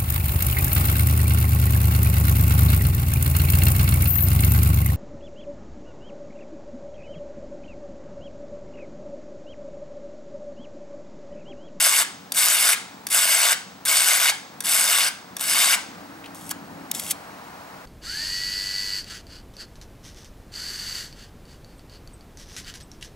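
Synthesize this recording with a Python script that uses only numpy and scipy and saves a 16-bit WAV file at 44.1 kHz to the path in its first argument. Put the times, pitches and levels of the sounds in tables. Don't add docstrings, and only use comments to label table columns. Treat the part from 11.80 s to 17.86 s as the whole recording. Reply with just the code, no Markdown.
import sys
import numpy as np
from scipy import signal
from scipy.fft import rfft, irfft, next_fast_len
from scipy.io import wavfile
from scipy.ndimage import uniform_filter1d

SR = 44100
rng = np.random.default_rng(int(sys.argv[2]) if len(sys.argv) > 2 else 0)


def dump_mix(stems):
    frames = np.atleast_2d(stems).T
    limited = np.clip(frames, -1, 1)
    pcm = np.round(limited * 32767).astype(np.int16)
    wavfile.write(sys.argv[1], SR, pcm)


N = 267069
TIME_S = np.arange(N) / SR
FFT_SIZE = next_fast_len(N + SR)
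FREQ_HZ = np.maximum(np.arange(FFT_SIZE // 2 + 1) * SR / FFT_SIZE, 1)

# start/s, attack/s, lift/s, level at lift/dB, fine grit/dB, pitch factor, edge singing/dB
STROKES = [ (-0.12, .04, 0.22, -17, 1.5, 1, 2.5), (0.544, 0.036, 0.935, -17, 1, 1.008, 1),
           (1.302, 0.049, 1.728, -16.5, -0.5, 1.001, 0.5), (2.057, 0.031, 2.5, -16.5, -1.5, 1.013, 0),
           (2.84, .052, 3.281, -18, -0.4, 1.004, 1), (3.605, 0.11, 3.947, -16.5, -1.5, 1.012, 0.5), ]
# f/Hz, width/Hz, level/dB
PRESSED_BLADE_MODES = [(659, 210, -7.5), (1115, 640, -7.5), (1528, 310, 0), (2157, 335, 2), (2830, 530, -1),
                       (3600, 480, -1.5), (4474, 450, -3.5), (5060, 610, -0.5), (5790, 160, -1.5),
                       (6370, 370, -3), (7010, 500, -3), (7800, 580, 1), (8980, 820, -3), (10200, 1240, -4),
                       (11840, 1100, -4.5)]
THIN_EDGE_MODES = [(8330, 510, 0.5), (10870, 990, -5)]
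FREE_BLADE_MODES = [(1660, 160, 5.5), (2200, 230, -9.5), (3000, 450, -30), (3560, 200, 7), (4640, 330, 2),
                    (5730, 480, 5), (6900, 560, 3), (8100, 710, 2), (8900, 640, 8), (10530, 700, 5.5),
                    (11640, 950, 3)]
KNIFE_PAIR_MODES = [(2090, 380, -4.5), (2750, 250, -4), (3280, 300, -1), (3640, 250, -2), (4550, 450, -5),
                    (5500, 450, .5), (6350, 350, .5), (7000, 400, -2), (7750, 380, 2), (8600, 800, 0),
                    (10480, 600, -3), (11550, 650, -1.5)]
# f/Hz, level/dB
GRIT_SPECTRUM = [(250, -16), (550, -5.5), (1200, 1), (3000, -1), (6000, -1.5), (9000, -2), (12000, -8),
                 (13300, -4), (15000, 1), (15800, -21)]
TRAFFIC_SPECTRUM = [(15, -64), (25, -31), (82, -15), (129, -9), (193, -0.5), (281, -3.5), (399, -11.5),
                    (457, -12.5), (509, -12.5), (762, -8.5), (1340, -13.5), (3530, -29.5), (3930, -27),
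                    (13500, -38.5), (15500, -41)]
WIPE_SPECTRUM = [(600, -22), (1300, -10), (2200, -0.5), (5000, -1), (9000, 3.5), (11500, 5), (13300, -2),
                 (15800, -5)]
# f/Hz, level/dB, t60/s
ECHO_BANDS = [(418, -24.5, 0.74), (905, -23, 1.1), (1410, -20, 0.64), (3140, -23.5, 0.89),
              (5200, -25, 0.95), (7000, -26.5, 0.89), (9700, -26, 0.49), (14000, -38, 0.25)]
# f/Hz, level/dB
DRONE_ORDERS = [(93.5, -67.5), (142, -65), (187, -58), (281, -59.5), (472, -62.5)]
PASSING_ORDERS = [(104, -64), (167, -57), (281, -50.5), (319, -55)]
# t/s, level/dB
TAPS = [(0.5203, -12), (0.568, -15), (1.2679, -15), (1.306, -22), (1.327, -12.5), (2.0522, -15),
        (2.057, -13.5), (2.805, -17), (2.856, -15.5), (3.5665, -18), (3.595, -22), (3.609, -17),
        (3.6385, -18.5)]
# t/s, level/dB, f/Hz, width/Hz
KNOCKS = [(2.519, -29, 850, 220), (3.973, -24.5, 900, 197.8), (4.442, -38, 2440, 1300),
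          (4.459, -37.5, 2900, 2200), (4.714, -27, 1330, 1200)]
# t/s, level/dB, rise/s, decay/s
CLINKS = [(4.46, -43, 0.0012, 0.00238), (4.547, -32, 0.00018, 0.00097), (4.693, -23.5, .0002, 0.0014),
          (4.7121, -18, 0.0025, 0.0035), (5.115, -9.5, 0.000715, 0.0013), (5.149, -25, 0.00073, 0.0036),
          (5.1966, -19, .0003, 0.0033), (5.312, -13, 0.0024, 0.0047)]
# start/s, end/s, level/dB
WIPES = [(4.549, 4.708, -44.5), (5.14, 5.309, -33)]
# f/Hz, side minus mid/dB
DIFFUSE_SIDE = [(30, -28), (250, -26), (600, -20), (1400, -7), (3500, -3), (7000, -6), (12000, -22)]
# f/Hz, left minus right/dB
HAND_PAN = [(500, .3), (2000, .9), (4500, 2.3), (7500, 3.2), (9500, .3), (11000, 0)]
PORT_BALANCE = [(60, .4), (500, 1.2), (2000, 1.2), (4500, 0), (8000, -.6), (11000, 0)]
# f/Hz, left lead/rad
PORT_LEAD = [(30, .1), (120, 0.38), (250, 0.7), (520, 1.18), (1210, 1.41), (2930, 1.01), (5200, 0.75),
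             (7500, 0.67), (10000, 0)]


def undb(db):
    return 10 ** (np.asarray(db) / 20)


def unit(x):
    return x / np.sqrt(np.mean(x ** 2))


def spectrum(rows):
    hz, values = np.transpose(rows)
    return np.interp(np.log(FREQ_HZ), np.log(hz), values)


def shape(x, response):
    return irfft(rfft(x, FFT_SIZE) * response, FFT_SIZE)[..., :N]


def colour(rows):
    cepstrum = irfft(np.log(unit(undb(spectrum(rows))) + 1e-6), FFT_SIZE)
    cepstrum[1:FFT_SIZE // 2] *= 2
    cepstrum[FFT_SIZE // 2 + 1:] = 0
    return np.exp(rfft(cepstrum))


def lowpass(hz):
    return 1 / (1 + (FREQ_HZ / hz) ** 4)


def noise():
    return rng.standard_normal(N)


def walk(rate_hz):
    step = max(int(SR / rate_hz), 2)
    levels = np.repeat(rng.standard_normal(N // step + 1), step)
    return 1.155 * uniform_filter1d(levels, step)[:N]


def gate(start_s, end_s, rise_s, fall_s):
    return np.exp(-np.maximum(start_s - TIME_S, 0) / rise_s - np.maximum(TIME_S - end_s, 0) / fall_s)


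def stick_slip(rate_hz, spread_db, decay_s, bed):
    stick_draw, strength_draw = np.clip(rng.standard_normal((N // 20, 2)), -2, 2).T
    stick = np.exp(.45 * stick_draw)
    at = np.cumsum(stick * SR / rate_hz).astype(int)
    energy = stick * undb(spread_db * strength_draw) ** 2
    slips = np.bincount(at[at < N], energy[at < N], N)
    power = signal.lfilter([1], [1, -np.exp(-2 / (decay_s * SR))], slips)
    return unit(np.sqrt(power / power.mean() + bed))


def ring(force, modes, pitch=1, flare_db=0):
    out, live = np.zeros(N), force > 1e-9
    rocking = walk(rate_hz=55)
    for hz, width_hz, db in modes:
        share = rng.standard_normal(live.sum())
        share *= undb(flare_db * np.roll(rocking, rng.integers(N))[live])
        b, a = signal.iirpeak(hz * pitch, hz * pitch / width_hz, fs=SR)
        out[live] += undb(db) * signal.lfilter(b, a, signal.lfilter(b, a, force[live] * share))
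    power = sum(undb(db) ** 2 * np.pi * width_hz / SR / 2 for _, width_hz, db in modes)
    return out / np.sqrt(power)


def scraping():
    touch_db, lean_db_per_s = -14, 9
    fine_db_per_s = -16.5
    dig_db, dig_s = 1.5, .035
    roughness = stick_slip(rate_hz=400, spread_db=2.1, decay_s=.0014, bed=.45)
    roughness *= undb(1.57 * walk(rate_hz=22))
    grit_colour, out = colour(GRIT_SPECTRUM), 0
    for start_s, attack_s, lift_s, db, fine_db, pitch, sing_db in STROKES:
        bite = np.clip((TIME_S - start_s) / attack_s, 0, 1)
        from_lift_s = np.clip(TIME_S, start_s, lift_s) - lift_s
        pressure = undb(db + touch_db * (1 - bite) + lean_db_per_s * from_lift_s)
        force = roughness * pressure * gate(start_s, lift_s, rise_s=.002, fall_s=.008)
        blade = undb(-3) * ring(force, PRESSED_BLADE_MODES, pitch, flare_db=2.5)
        edge = undb(sing_db - 8.5) * ring(force, THIN_EDGE_MODES, pitch, flare_db=2.5)
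        grit = undb(-10) * shape(force * noise(), grit_colour)
        scrape = blade + edge + grit
        low = shape(scrape, lowpass(hz=3000))
        high = shape(scrape, 1 - lowpass(hz=6800))
        middle = scrape - low - high
        coarse_gain = undb(.12 + dig_db * np.exp(from_lift_s / dig_s))
        fine_gain = undb(fine_db - 3 + fine_db_per_s * from_lift_s)
        out = out + coarse_gain * low + middle + fine_gain * high
    return out


def diffuse(mid, side):
    return mid + np.array([[1], [-1]]) * shape(side, undb(spectrum(DIFFUSE_SIDE)))


def echo_pattern():
    tail, age_s, bin_hz = 0, TIME_S[:SR], np.arange(SR // 2 + 1)
    white = rfft(rng.standard_normal((2, SR)))
    hz, *columns = np.transpose(ECHO_BANDS)
    near_walls = undb(16.5 - 60 * age_s / .24)
    for low_hz in 350 * 2 ** (np.arange(23) / 4):
        db, t60_s = (np.interp(np.log(low_hz * 1.09), np.log(hz), column) for column in columns)
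        band = (bin_hz >= low_hz) & (bin_hz < low_hz * 2 ** .25)
        street = undb(-60 * age_s / t60_s)
        tail = tail + undb(db) * (near_walls + street) * irfft(white * band, SR)
    onset = np.clip(age_s / .0013, 0, 1)
    return tail * onset / np.sqrt(SR / 10)


def yard_echo(x, patterns=3):
    envelope = np.sqrt(np.abs(uniform_filter1d(x ** 2, size=220)))
    radiated = undb(-3) * x + undb(.5) * shape(envelope * noise(), colour(GRIT_SPECTRUM))
    mid_side = 0
    for k in range(patterns):
        share = np.sqrt(2 / patterns) * np.cos(np.pi * (2.732 * TIME_S + k / patterns))
        mid_side = mid_side + shape(radiated * share, rfft(echo_pattern(), FFT_SIZE))
    return diffuse(*mid_side)


def swell_db(far_db, rise_db, peak_s, half_width_s):
    return far_db + rise_db / (1 + ((TIME_S - peak_s) / half_width_s) ** 2)


def traffic():
    road_colour = colour(TRAFFIC_SPECTRUM)
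    roads = diffuse(shape(noise(), road_colour), shape(noise(), road_colour))
    deep, low = lowpass(hz=110), lowpass(hz=400)
    boom_db = swell_db(far_db=-9, rise_db=12, peak_s=6, half_width_s=2.9)
    rumble_db = swell_db(far_db=-9.5, rise_db=8, peak_s=4.5, half_width_s=.7)
    hiss_db = swell_db(far_db=-2, rise_db=5.5, peak_s=5.5, half_width_s=1.33)
    boom = shape(roads, deep) * undb(boom_db)
    rumble = shape(roads, low - deep) * undb(rumble_db + 3 * walk(rate_hz=3.91))
    hiss = shape(roads, 1 - low) * undb(hiss_db + .5 * walk(rate_hz=3.8))
    return boom + rumble + hiss


def engine(orders, waver, flutter_db):
    warped_s = np.cumsum(1 + waver * walk(rate_hz=3)) / SR
    out = 0
    for hz, db in orders:
        rms = undb(db + flutter_db * walk(rate_hz=6.5))
        out = out + np.sqrt(2) * rms * np.sin(2 * np.pi * hz * warped_s)
    return out


def taps():
    bounce_s, bounce_db, force = .019, -14.5, 0
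    for land_s, db in TAPS:
        for t_s, hit_db in (land_s, db), (land_s + bounce_s, db + bounce_db):
            force = force + undb(hit_db) * gate(t_s, t_s, rise_s=.0001, fall_s=.0027)
    blade = undb(-3) * ring(force, FREE_BLADE_MODES)
    grit = undb(-8) * shape(force * noise(), colour(GRIT_SPECTRUM))
    return blade + grit


def knocks():
    out = 0
    for t_s, db, hz, width_hz in KNOCKS:
        force = undb(db) * gate(t_s, t_s, rise_s=.0016, fall_s=.0067)
        out = out + ring(force, [(hz, width_hz, 0)])
    return out


def wiping():
    tip_db, tip_s, rub = 9.5, .014, 0
    for start_s, end_s, db in WIPES:
        pressure = undb(db + tip_db * gate(end_s, end_s, tip_s, tip_s))
        rub = rub + pressure * gate(start_s, end_s, rise_s=.00099, fall_s=.0059)
    judder = stick_slip(rate_hz=170, spread_db=2.2, decay_s=.004, bed=.6)
    slide = undb(-2.5) * rub * judder
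    clinks = sum(undb(db) * gate(t_s, t_s, rise_s, decay_s) for t_s, db, rise_s, decay_s in CLINKS)
    steel = ring(undb(-2) * slide + undb(-7) * clinks, KNIFE_PAIR_MODES, flare_db=2)
    hiss = undb(-3) * shape((slide + clinks) * noise(), colour(WIPE_SPECTRUM))
    return steel + hiss


def pan(x, rows):
    return shape(x, undb(np.array([[.5], [-.5]]) * spectrum(rows)))


def at_ports(x):
    half_lead = np.exp(.5j * spectrum(PORT_LEAD))
    return shape(x, np.array([half_lead, 1 / half_lead]))


def scene():
    bass_cut = signal.butter(4, 450, "high", fs=SR, output="sos")
    scraper = signal.sosfilt(bass_cut, undb(5) * scraping() + undb(.5) * taps() + knocks())
    knives = undb(-.05) * wiping()
    echo = yard_echo(undb(1) * scraper + undb(-7) * knives)
    drone = engine(DRONE_ORDERS, waver=.00812, flutter_db=1)
    passing = engine(PASSING_ORDERS, waver=.01505, flutter_db=3) * gate(4.39, 5, rise_s=.28, fall_s=.32)
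    return at_ports(pan(scraper + knives, HAND_PAN) + echo + drone + passing + undb(-42) * traffic())


def gain_control(x, knee_db, squeeze, memory_s):
    pole = np.exp(-1 / (memory_s * SR))
    power = signal.lfilter([1 - pole], [1, -pole], np.mean(x ** 2, axis=0))
    return x * (1 + power / undb(knee_db) ** 2) ** (-squeeze / 2)


def record(dry):
    whine_hz, top_hz = 15735, 15770
    levelled = gain_control(pan(dry, PORT_BALANCE), knee_db=-21, squeeze=.45, memory_s=.014)
    whine = undb(-58.5) * np.sin(2 * np.pi * whine_hz * TIME_S)
    top_cut = signal.ellip(10, .2, 70, top_hz, fs=SR, output="sos")
    return signal.sosfilt(top_cut, np.tanh(levelled) + whine)


dry = scene()
out = record(dry)
dump_mix(out)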